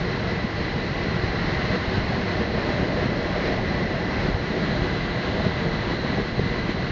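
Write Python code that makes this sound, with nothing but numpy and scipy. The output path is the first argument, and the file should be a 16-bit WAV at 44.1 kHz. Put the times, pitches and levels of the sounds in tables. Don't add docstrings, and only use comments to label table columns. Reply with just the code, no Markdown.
import sys
import numpy as np
from scipy import signal
from scipy.fft import rfft, irfft, next_fast_len
from scipy.io import wavfile
from scipy.ndimage import uniform_filter1d, map_coordinates

SR = 44100
rng = np.random.default_rng(int(sys.argv[2]) if len(sys.argv) > 2 else 0)


def inscribe(sig):
    pcm = np.round(np.clip(np.atleast_2d(sig).T, -1, 1) * 32767)
    wavfile.write(sys.argv[1], SR, pcm.astype(np.int16))


def attenuation_scalar(level_db):
    decades = np.asarray(level_db, float) / 20
    return 10 ** decades


N = 304731


def unit(x):
    return x / np.sqrt(np.mean(x ** 2) + 1e-20)


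def along(points, hz):
    f, db = np.transpose(points)
    return np.interp(np.log(hz + 1), np.log(f + 1), db)


def coloured(points):
    return lambda f: attenuation_scalar(along(points, f))


def modes(table, sharpness=1):
    def gain(f):
        power = sum((attenuation_scalar(db) * f * w) ** 2 / ((c * c - f * f) ** 2 + (f * w) ** 2) for c, w, db in table)
        return np.sqrt(power) ** sharpness
    return gain


def inside(table):
    return lambda f: modes(table)(f) / (1 + (f / 950) ** 4)


def curve(rows):
    s, value = np.transpose(rows)
    return np.interp(np.arange(N) / SR, s, value)


def around_mean(rows):
    db = curve(rows)
    return db - db.mean()


def bells(times, db, half_s):
    t = np.arange(0, N + 200, 100) / SR
    rise = np.exp(-((t[:, None] - times) / half_s) ** 2) @ db
    return np.interp(np.arange(N) / SR, t, rise)


def surges(rows, half_s):
    return bells(*np.transpose(rows), half_s)


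def wobble(rate):
    knots = rng.standard_normal(int(N * 40 / SR))
    return map_coordinates(knots, [np.arange(N) * rate / SR])


def turbulence(gain, patchy_db):
    z = signal.stft(rng.standard_normal(N + 512), nperseg=512)[2]
    patches = uniform_filter1d(rng.standard_normal(z.shape), size=5, axis=0)
    patches = uniform_filter1d(patches, size=12, axis=1)
    x = signal.istft(z * attenuation_scalar(patchy_db * unit(patches)), nperseg=512)[1][:N]
    m = next_fast_len(N + 8192)
    return unit(irfft(rfft(x, m) * gain(np.fft.rfftfreq(m, 1 / SR)), m)[:N])


def drifting(x, share):
    return map_coordinates(x, [np.cumsum(1 + share - share.mean())], mode="mirror")


def held(x, hold=0.55, hold_s=0.2):
    swing = np.sqrt(np.abs(uniform_filter1d(x ** 2, round(hold_s * SR))) + 1e-9)
    return unit(x / swing ** hold)


# centre_s, level_db, skin_share (0-1, the part that strikes the fuselage skin)
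SWELLS = [(.22, -1, 0.1), (.5, -6, 1), (.8, -3, 0.2), (1.18, 0, 0.2), (1.58, 3.5, 0.2), (1.78, 0.5, 0.9),
          (1.97, 3.5, 0), (2.15, 3, 0.9), (2.45, 5, 0.6), (3.03, 0, 1), (2.7, -1.5, .5), (3.4, -2.5, 0.94),
          (3.62, 1.5, 0), (3.85, 1, .8), (4.1, -2, 0.4), (4.3, 4, 0.04), (4.5, -4, 0), (4.73, 3.5, 1),
          (4.92, 3, 0.4), (5.2, -0.5, .2), (5.48, 2.5, 0.3), (5.75, 3.5, 0.26), (6.15, 3.5, 0.8),
          (6.3, -2, .5), (6.45, 4.5, 0.2), (6.7, -0.5, 0.6), (6.85, 2.5, 0)]
# pitch_hz, level_db (per Hz)
BUFFET = [(10, -30), (19, -7.5), (31, 4), (45, 5.5), (100, 6.5), (140, 6), (300, -41.5), (900, -120)]
# pitch_hz, width_hz, level_db
BOOM = [(139, 28, -5), (177.8, 33, 2), (215, 19, -4)]
# time_s, strength_db
SLIP = [(0, -30), (.3, -29.5), (.9, -30.5), (1.3, -29.5), (1.7, -29), (1.95, -28.5), (2.4, -28.5),
        (2.75, -26.5), (3.1, -28.5), (3.5, -27), (3.9, -27.5), (4.25, -28), (4.65, -29.5), (5.1, -30.5),
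        (5.45, -28), (5.9, -30.5), (6.3, -29.5), (6.91, -31)]
BUFFET_DB, BOOM_DB, SWELL_S = -31.5, -31, 0.13
BOOM_SLIPS = 0.4


def buffet_and_boom(lumps, flex):
    s, db, skin = np.transpose(SWELLS)
    buffet_db = BUFFET_DB + bells(s, db * (1 - skin), SWELL_S)
    boom_db = BOOM_DB + bells(s, db * skin, SWELL_S) + BOOM_SLIPS * around_mean(SLIP)
    buffet = turbulence(coloured(BUFFET), patchy_db=1.2) * attenuation_scalar(1.1 * wobble(23) + 0.44 * lumps)
    boom = turbulence(inside(BOOM), patchy_db=-0.5) * attenuation_scalar(0.48 * wobble(24) + 0.37 * lumps)
    buffet = held(buffet, hold=0.7, hold_s=0.09)
    return attenuation_scalar(buffet_db) * buffet + attenuation_scalar(boom_db) * held(drifting(boom, flex))


# centre_s, rise_db
DRAGS = [(.1, 2), (.3, 0), (.7, 3.5), (1.05, 1.5), (1.25, 2), (1.52, 1.5), (1.76, 4), (1.9, 0.5), (2.3, 4),
         (2.45, 5), (2.6, 1), (2.8, -1.5), (3.1, 1.5), (3.3, 1), (3.48, 4.5), (3.75, 1.5), (4.25, 2.5),
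         (4.55, 4), (4.9, 4.5), (5.3, 0.5), (5.67, 3.5), (5.9, 5), (6.2, 1), (6.55, 2), (6.7, 2.5)]
# pitch_hz, width_hz, level_db
CABIN = [(294, 61, -10), (368, 35, 1.5), (473, 35, 0.5)]
# pitch_hz, width_hz, level_db
CANOPY = [(608.6, 56, 0)]
# centre_s, rise_db
HUMS = [
    (1.7, 1.5),
    (2.5, -0.5),
    (2.75, 1.5),
    (3, 5),
    (3.25, 2.5),
    (3.5, -1),
    (4.1, -4.5),
    (4.7, 5.5),
    (5.4, 4),
    (6.15, 2),
]
CABIN_DB, RUSH_DB = -34.5, -39.5
CABIN_SLIPS, RUSH_SLIPS = 0.58, 2.2


def cabin_and_canopy(lumps, flex):
    slip, drag = around_mean(SLIP), surges(DRAGS, 0.06)
    cabin_db = CABIN_DB + CABIN_SLIPS * slip + drag
    rush_db = RUSH_DB + RUSH_SLIPS * slip + 0.47 * drag + surges(HUMS, 0.15)
    cabin = turbulence(inside(CABIN), patchy_db=-0.75) * attenuation_scalar(0.29 * wobble(16) + 1.3 * lumps)
    rush = turbulence(inside(CANOPY), patchy_db=0.5) * attenuation_scalar(0.36 * wobble(12) + 0.29 * lumps)
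    return attenuation_scalar(cabin_db) * held(drifting(cabin, flex)) + attenuation_scalar(rush_db) * held(drifting(rush, flex))


# pitch_hz, width_hz, level_db
SEAL = [(721, 110, 0.5), (805, 45, 0.5), (837, 25, -8)]
# centre_s, rise_db
HISSES = [(.5, -0.5), (1.4, 0.5), (2.25, 1), (2.9, -4), (3.5, 0), (4.2, 1.5), (4.8, 2), (5.1, -0.5),
          (5.45, -1.5), (6.1, -1.5), (6.6, -1.5)]
# time_s, strength_db
FLOW = [(0, -34), (.5, -33.5), (.95, -33), (1.25, -32), (1.7, -31), (2.2, -32), (2.56, -31.5), (2.9, -33),
        (3.3, -32.5), (3.48, -31.5), (3.95, -33), (4.25, -32), (4.45, -33.5), (4.65, -32), (5.2, -33),
        (5.8, -32), (6.35, -32.5), (6.91, -33.5)]
SEAL_DB, SEAL_SLIPS, SEAL_FLOWS = -39, 1, 0.55


def canopy_seal(lumps):
    seal_db = SEAL_DB + SEAL_SLIPS * around_mean(SLIP) + SEAL_FLOWS * around_mean(FLOW)
    seal = turbulence(inside(SEAL), patchy_db=0.5) * attenuation_scalar(0.39 * lumps)
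    return attenuation_scalar(seal_db + surges(HISSES, 0.098)) * held(seal)


HULL_DRIFT, HULL_WANDER = 0.02, 0.01


def hull():
    lumps = wobble(22)
    slow = uniform_filter1d(lumps, size=SR // 4) * np.sqrt(5)
    flex = HULL_DRIFT * lumps + HULL_WANDER * slow
    return buffet_and_boom(lumps, flex) + cabin_and_canopy(lumps, flex) + canopy_seal(lumps)


# start_s, level_db, pitch_hz, length_cycles, knock_db
BUMPS = [(0.437, -10, 207, 5.1, -21), (2.135, -12, 146, 3.1, -16), (2.425, -26, 363, 3.3, -13),
         (2.799, -11, 107, 2.6, -4), (2.828, -9, 159, 1.1, -20), (3.054, -7.5, 188, 2.3, -17),
         (5.386, -13, 102, 3, -13), (5.461, -8.5, 156, 2.2, -8), (6.043, -9.5, 195, 2.5, -28),
         (6.154, -13, 182, 5.1, -22), (6.18, -10.5, 185, 4.1, -6), (6.391, -5, 119, 1.4, -1),
         (6.458, -10.5, 170, 2.1, -20), (6.652, -7.5, 152, 1.6, -23), (6.691, -6, 199, 1.1, -12),
         (6.74, -13, 199, 3.5, -13), (.227, -13.5, 98, 3.2, -18), (.325, -17, 171, 2.4, -15),
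         (.603, -10.5, 171, 2.7, -18), (0.758, -10, 188, 1.9, -18), (1.158, -12, 150, 2.1, -14),
         (1.233, -10.5, 97, 2.5, -8), (1.472, -14, 150, 3, -11), (1.747, -16, 425, 2.8, -15),
         (1.967, -16, 150, 1.7, -15), (1.976, -12, 103, 2, -15), (2.399, -13, 110, 1.3, -13),
         (3.025, -12.5, 357, 3.6, -5), (3.487, -16, 352, 2, -15), (3.816, -11, 169, 2.2, -12),
         (3.856, -15, 200, 3.2, -13), (4.28, -13, 175, 2, -4), (4.339, -8, 97, 2.1, -17),
         (4.64, -11, 178, 2.2, -17), (4.812, -14, 101, 1.8, -9), (5.614, -16, 167, 2, -19),
         (5.66, -11.5, 160, 2.8, -7), (5.803, -17, 98, 1.4, -20), (6.408, -13, 174, 2.9, -18),
         (6.823, -24, 94, 1.1, -15),
         (6.194, -16, 200, 1.2, 3),
    (6.12, -17, 97, 1.6, -20),
    (4.69, -12, 195, 4.5, -20),
    (5.4, -14, 198, 5, -20),
    (6.425, -16, 120, 3, -22),
    (3.7, -21, 195, 4.3, -23),
    (3.3, -13, 180, 1.7, -10),
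    (4.92, -14, 110, 1.1, -15),
    (2.7, -15, 250, 2.5, -14),
]


def bumps():
    out, t = np.zeros(N + SR), np.arange(SR // 20) / SR
    frame = np.sin(2 * np.pi * 420 * t) + 0.26 * np.sin(2 * np.pi * 680 * t)
    knock = np.sin(np.pi * np.clip(t / 0.011, 0, 1)) ** 2 * frame
    for s, db, hz, cycles, knock_db in BUMPS:
        progress = np.clip(t * hz / cycles, 0, 1)
        push = np.sin(np.pi * progress) ** 2 * np.sin(2 * np.pi * hz * t)
        out[round(s * SR):][:len(t)] += attenuation_scalar(db - 6) * (push + attenuation_scalar(knock_db) * knock)
    return out[:N]


# pitch_hz, level_db (per Hz)
JET = [(300, -120), (700, -26.5), (900, -1.5), (1080, 0.5), (1230, -3.5), (1600, 0), (1870, -1),
       (2170, -5.5), (2400, -15), (3000, -47), (6000, -120)]
# pitch_hz, level_db (per Hz)
FIZZ = [(1290, -28), (2200, -1.5), (2420, -3), (2640, -1.5), (3520, -7.5), (3720, -6.5), (3980, -3),
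        (4170, -4), (4670, -10), (5370, -13), (6500, -27.5), (8450, -56), (14300, -120)]
# pitch_hz, change_db
SHADOW = [(2300, -3.5), (3400, 3), (4100, -0.5), (4700, -0.5), (5300, -4.5), (5900, -0.5), (6800, 2)]
# time_s, turned (0-1)
TURN = [(0, .1), (1.2, 0.12), (1.7, 0.2), (3, 0.22), (4.2, 0.06), (4.45, .1), (4.65, 0.82), (5, 1),
        (5.3, 0.93), (5.9, 0.8), (6.3, .6), (6.91, .6)]
# pitch_hz, width_hz, level_db
WHISTLE = [(2000, 58, 0), (1945, 50, -7), (2130, 70, -13)]
# centre_s, whistle_gain_db
SINGS = [(1.15, -0.5), (1.58, 3.5), (.4, 1), (2.3, 1), (2.9, -2), (3.3, -1.5), (3.6, 1.5), (5.3, -2),
         (5.7, 0.5), (6.6, 1), (3.85, 3.5), (4.15, 2), (4.9, -1), (6.15, 1)]
# centre_s, rise_db
PUFFS = [(.12, 1.5), (.3, 1), (.6, 1), (.75, 0), (1.03, 0.5), (1.2, -0.5), (1.5, 0.5), (1.74, 1),
         (1.83, 1.5), (1.96, 2), (2.3, 1.5), (2.49, -2), (2.7, 0), (3.02, 1.5), (3.47, 1.5), (3.62, -2.5),
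         (3.8, 0), (4.1, -1), (4.24, 1.5), (4.39, -1.5), (4.55, -0.5), (4.65, 0.5), (4.85, 1), (5.1, -1),
         (5.25, 1), (5.45, 1.5), (5.7, -2), (5.9, 0.5), (6, -2), (6.12, 0.5), (6.43, -0.5), (6.6, 0.5),
         (6.7, 2)]
PUFF_S, JET_PUFFS = 0.028, 0.96
JET_DB, FIZZ_DB, WHISTLE_DB = -35, -39, -39.5
JET_FLOWS, FIZZ_FLOWS, WHISTLE_FLOWS = 1.2, 0.99, 0.41


def vent():
    flow, turned = around_mean(FLOW), curve(TURN)
    sway, puffs = wobble(12), surges(PUFFS, PUFF_S)
    flutter = 0.22 * sway + JET_PUFFS * puffs
    jet = turbulence(coloured(JET), patchy_db=0.3)
    whistle = turbulence(modes(WHISTLE, sharpness=1.18), patchy_db=1.0)
    whistle = held(drifting(whistle, 0.004 * sway), hold=0.6, hold_s=0.035)
    facing = turbulence(coloured(FIZZ[:-2]), patchy_db=0.55)
    away = turbulence(lambda f: attenuation_scalar(along(FIZZ[:-2], f) + along(SHADOW, f)), patchy_db=0.5)
    fizz = np.sqrt(1 - turned) * facing + np.sqrt(turned) * away
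    jet_db = JET_DB + JET_FLOWS * flow
    whistle_db = WHISTLE_DB + WHISTLE_FLOWS * flow + surges(SINGS, 0.085)
    fizz_db = FIZZ_DB + FIZZ_FLOWS * flow + (1 - JET_PUFFS) * puffs + 0.2 * wobble(9.7)
    return attenuation_scalar(flutter) * (attenuation_scalar(jet_db) * jet + attenuation_scalar(whistle_db) * whistle + attenuation_scalar(fizz_db) * fizz)


# pitch_hz, width_hz, level_db
OVERTONE = [(4075, 140, 0), (4340, 110, -3.5), (3920, 130, -4.5)]
# time_s, pitch_hz
OVERTONE_PITCH = [(0, 4086), (.9, 4059), (1.2, 4105), (1.9, 4075), (2.7, 4086), (3.3, 4035), (4.3, 4080),
                  (4.8, 4056), (5.2, 4008), (5.9, 3994), (6.3, 4072), (6.91, 4048)]
# centre_s, rise_db
RINGS = [(.1, 1), (.55, 0.5), (.95, -3.5), (1.22, 3.5), (1.5, 0), (1.85, 3), (2.3, -1), (2.65, 2.5),
         (3.05, -1), (3.4, -1), (3.85, 1.5), (4.1, -10), (4.45, 0), (4.8, 1.5), (5.15, 2.5), (5.42, 2.5),
         (5.7, 2), (6, 5.5), (6.4, 3.5), (6.75, 3)]
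# pitch_hz, width_hz, level_db
DUCT_FACING = [(1790, 75, 0)]
# pitch_hz, width_hz, level_db
DUCT_AWAY = [(1610, 70, 0)]
OVERTONE_DB, DUCT_FACING_DB, DUCT_AWAY_DB = -48, -45.5, -47.5
OVERTONE_FLOWS = 0.5


def vent_modes():
    flow, pitch, turned = around_mean(FLOW), curve(OVERTONE_PITCH), curve(TURN)
    puffs = JET_PUFFS * surges(PUFFS, PUFF_S)
    upper = turbulence(modes(OVERTONE, sharpness=1.4), patchy_db=1.0)
    upper = held(drifting(upper, pitch / pitch.mean() - 1))
    upper_db = OVERTONE_DB + OVERTONE_FLOWS * flow + surges(RINGS, 0.16)
    front = held(turbulence(modes(DUCT_FACING, sharpness=1.4), patchy_db=3.5))
    side = held(turbulence(modes(DUCT_AWAY, sharpness=1.4), patchy_db=3.5))
    duct = attenuation_scalar(DUCT_FACING_DB) * np.sqrt(1 - turned) * front + attenuation_scalar(DUCT_AWAY_DB) * np.sqrt(turned) * side
    return attenuation_scalar(puffs) * (attenuation_scalar(upper_db) * upper + attenuation_scalar(flow) * duct)


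# pitch_hz, width_hz, level_db
FLOOR_PAN = [(270.6, 112, 0)]
# centre_s, rise_db
THROBS = [(.25, -8), (.7, -1.5), (1.2, -4), (1.6, -2), (2.05, 0.5), (2.45, -4), (2.75, 4), (3.05, -0.5),
          (3.5, 0), (3.9, -1), (4.3, -1), (4.7, 2.5), (5.1, -2), (5.5, -3), (5.8, -0.5), (6.1, 0.5),
          (6.4, 2), (6.75, 0)]


def floor_pan(level_db=-36):
    drum = held(turbulence(modes(FLOOR_PAN, sharpness=1.26), patchy_db=1.7))
    return attenuation_scalar(level_db + 0.45 * around_mean(SLIP) + surges(THROBS, 0.18)) * drum


# multiple (of the firing rate), level_db
ENGINE = [(1, -5), (2, 1), (3, -18.5), (4, -9)]


def tow_plane(firing_hz=85.8, level_db=-44):
    phase = 2 * np.pi * np.cumsum(firing_hz * (1 + 0.02 * wobble(9))) / SR
    return attenuation_scalar(level_db) * sum(attenuation_scalar(db + 1.9 * wobble(12)) * np.sin(k * phase) for k, db in ENGINE)


def scene():
    return (hull() + bumps() + vent() + vent_modes() + floor_pan() + tow_plane())[None]


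# start_s, depth_db
DUCKS = [(.44, 2.5), (.8, 1.5), (1.76, 4), (1.98, 2.5), (2.22, 2.5), (2.42, 3), (3.06, 1.5), (3.54, 2.5),
         (3.8, 2), (4.3, 3), (4.95, 0), (5.47, 1.5), (5.75, 1.5), (5.93, 2.5), (6.2, 3), (6.3, 5),
         (6.41, 1), (6.6, 3.5), (6.72, 2.5)]
DUCK_S, RECOVER_S = 0.024, 0.081


def gain_control():
    gain_db = np.zeros(N)
    for s, depth_db in DUCKS:
        after = np.clip(np.arange(N) / SR - s, 0, None)
        gain_db -= depth_db * (1 - np.exp(-after / DUCK_S)) * np.exp(-after / RECOVER_S)
    return gain_db


# pitch_hz, level_db
MIC = [(5500, 0.5), (6500, 3), (7000, -4), (7400, -11.5), (7650, -23.5), (7900, -50)]


def microphone(x):
    m = next_fast_len(N + 8192)
    return irfft(rfft(x, m) * coloured(MIC)(np.fft.rfftfreq(m, 1 / SR)), m)[..., :N]


def band_limit(x):
    return signal.sosfilt(signal.butter(12, 7850, fs=SR, output="sos"), x)


def record(dry):
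    mix = microphone(dry * attenuation_scalar(gain_control()))
    return band_limit(mix)


dry = scene()
out = record(dry)
inscribe(out)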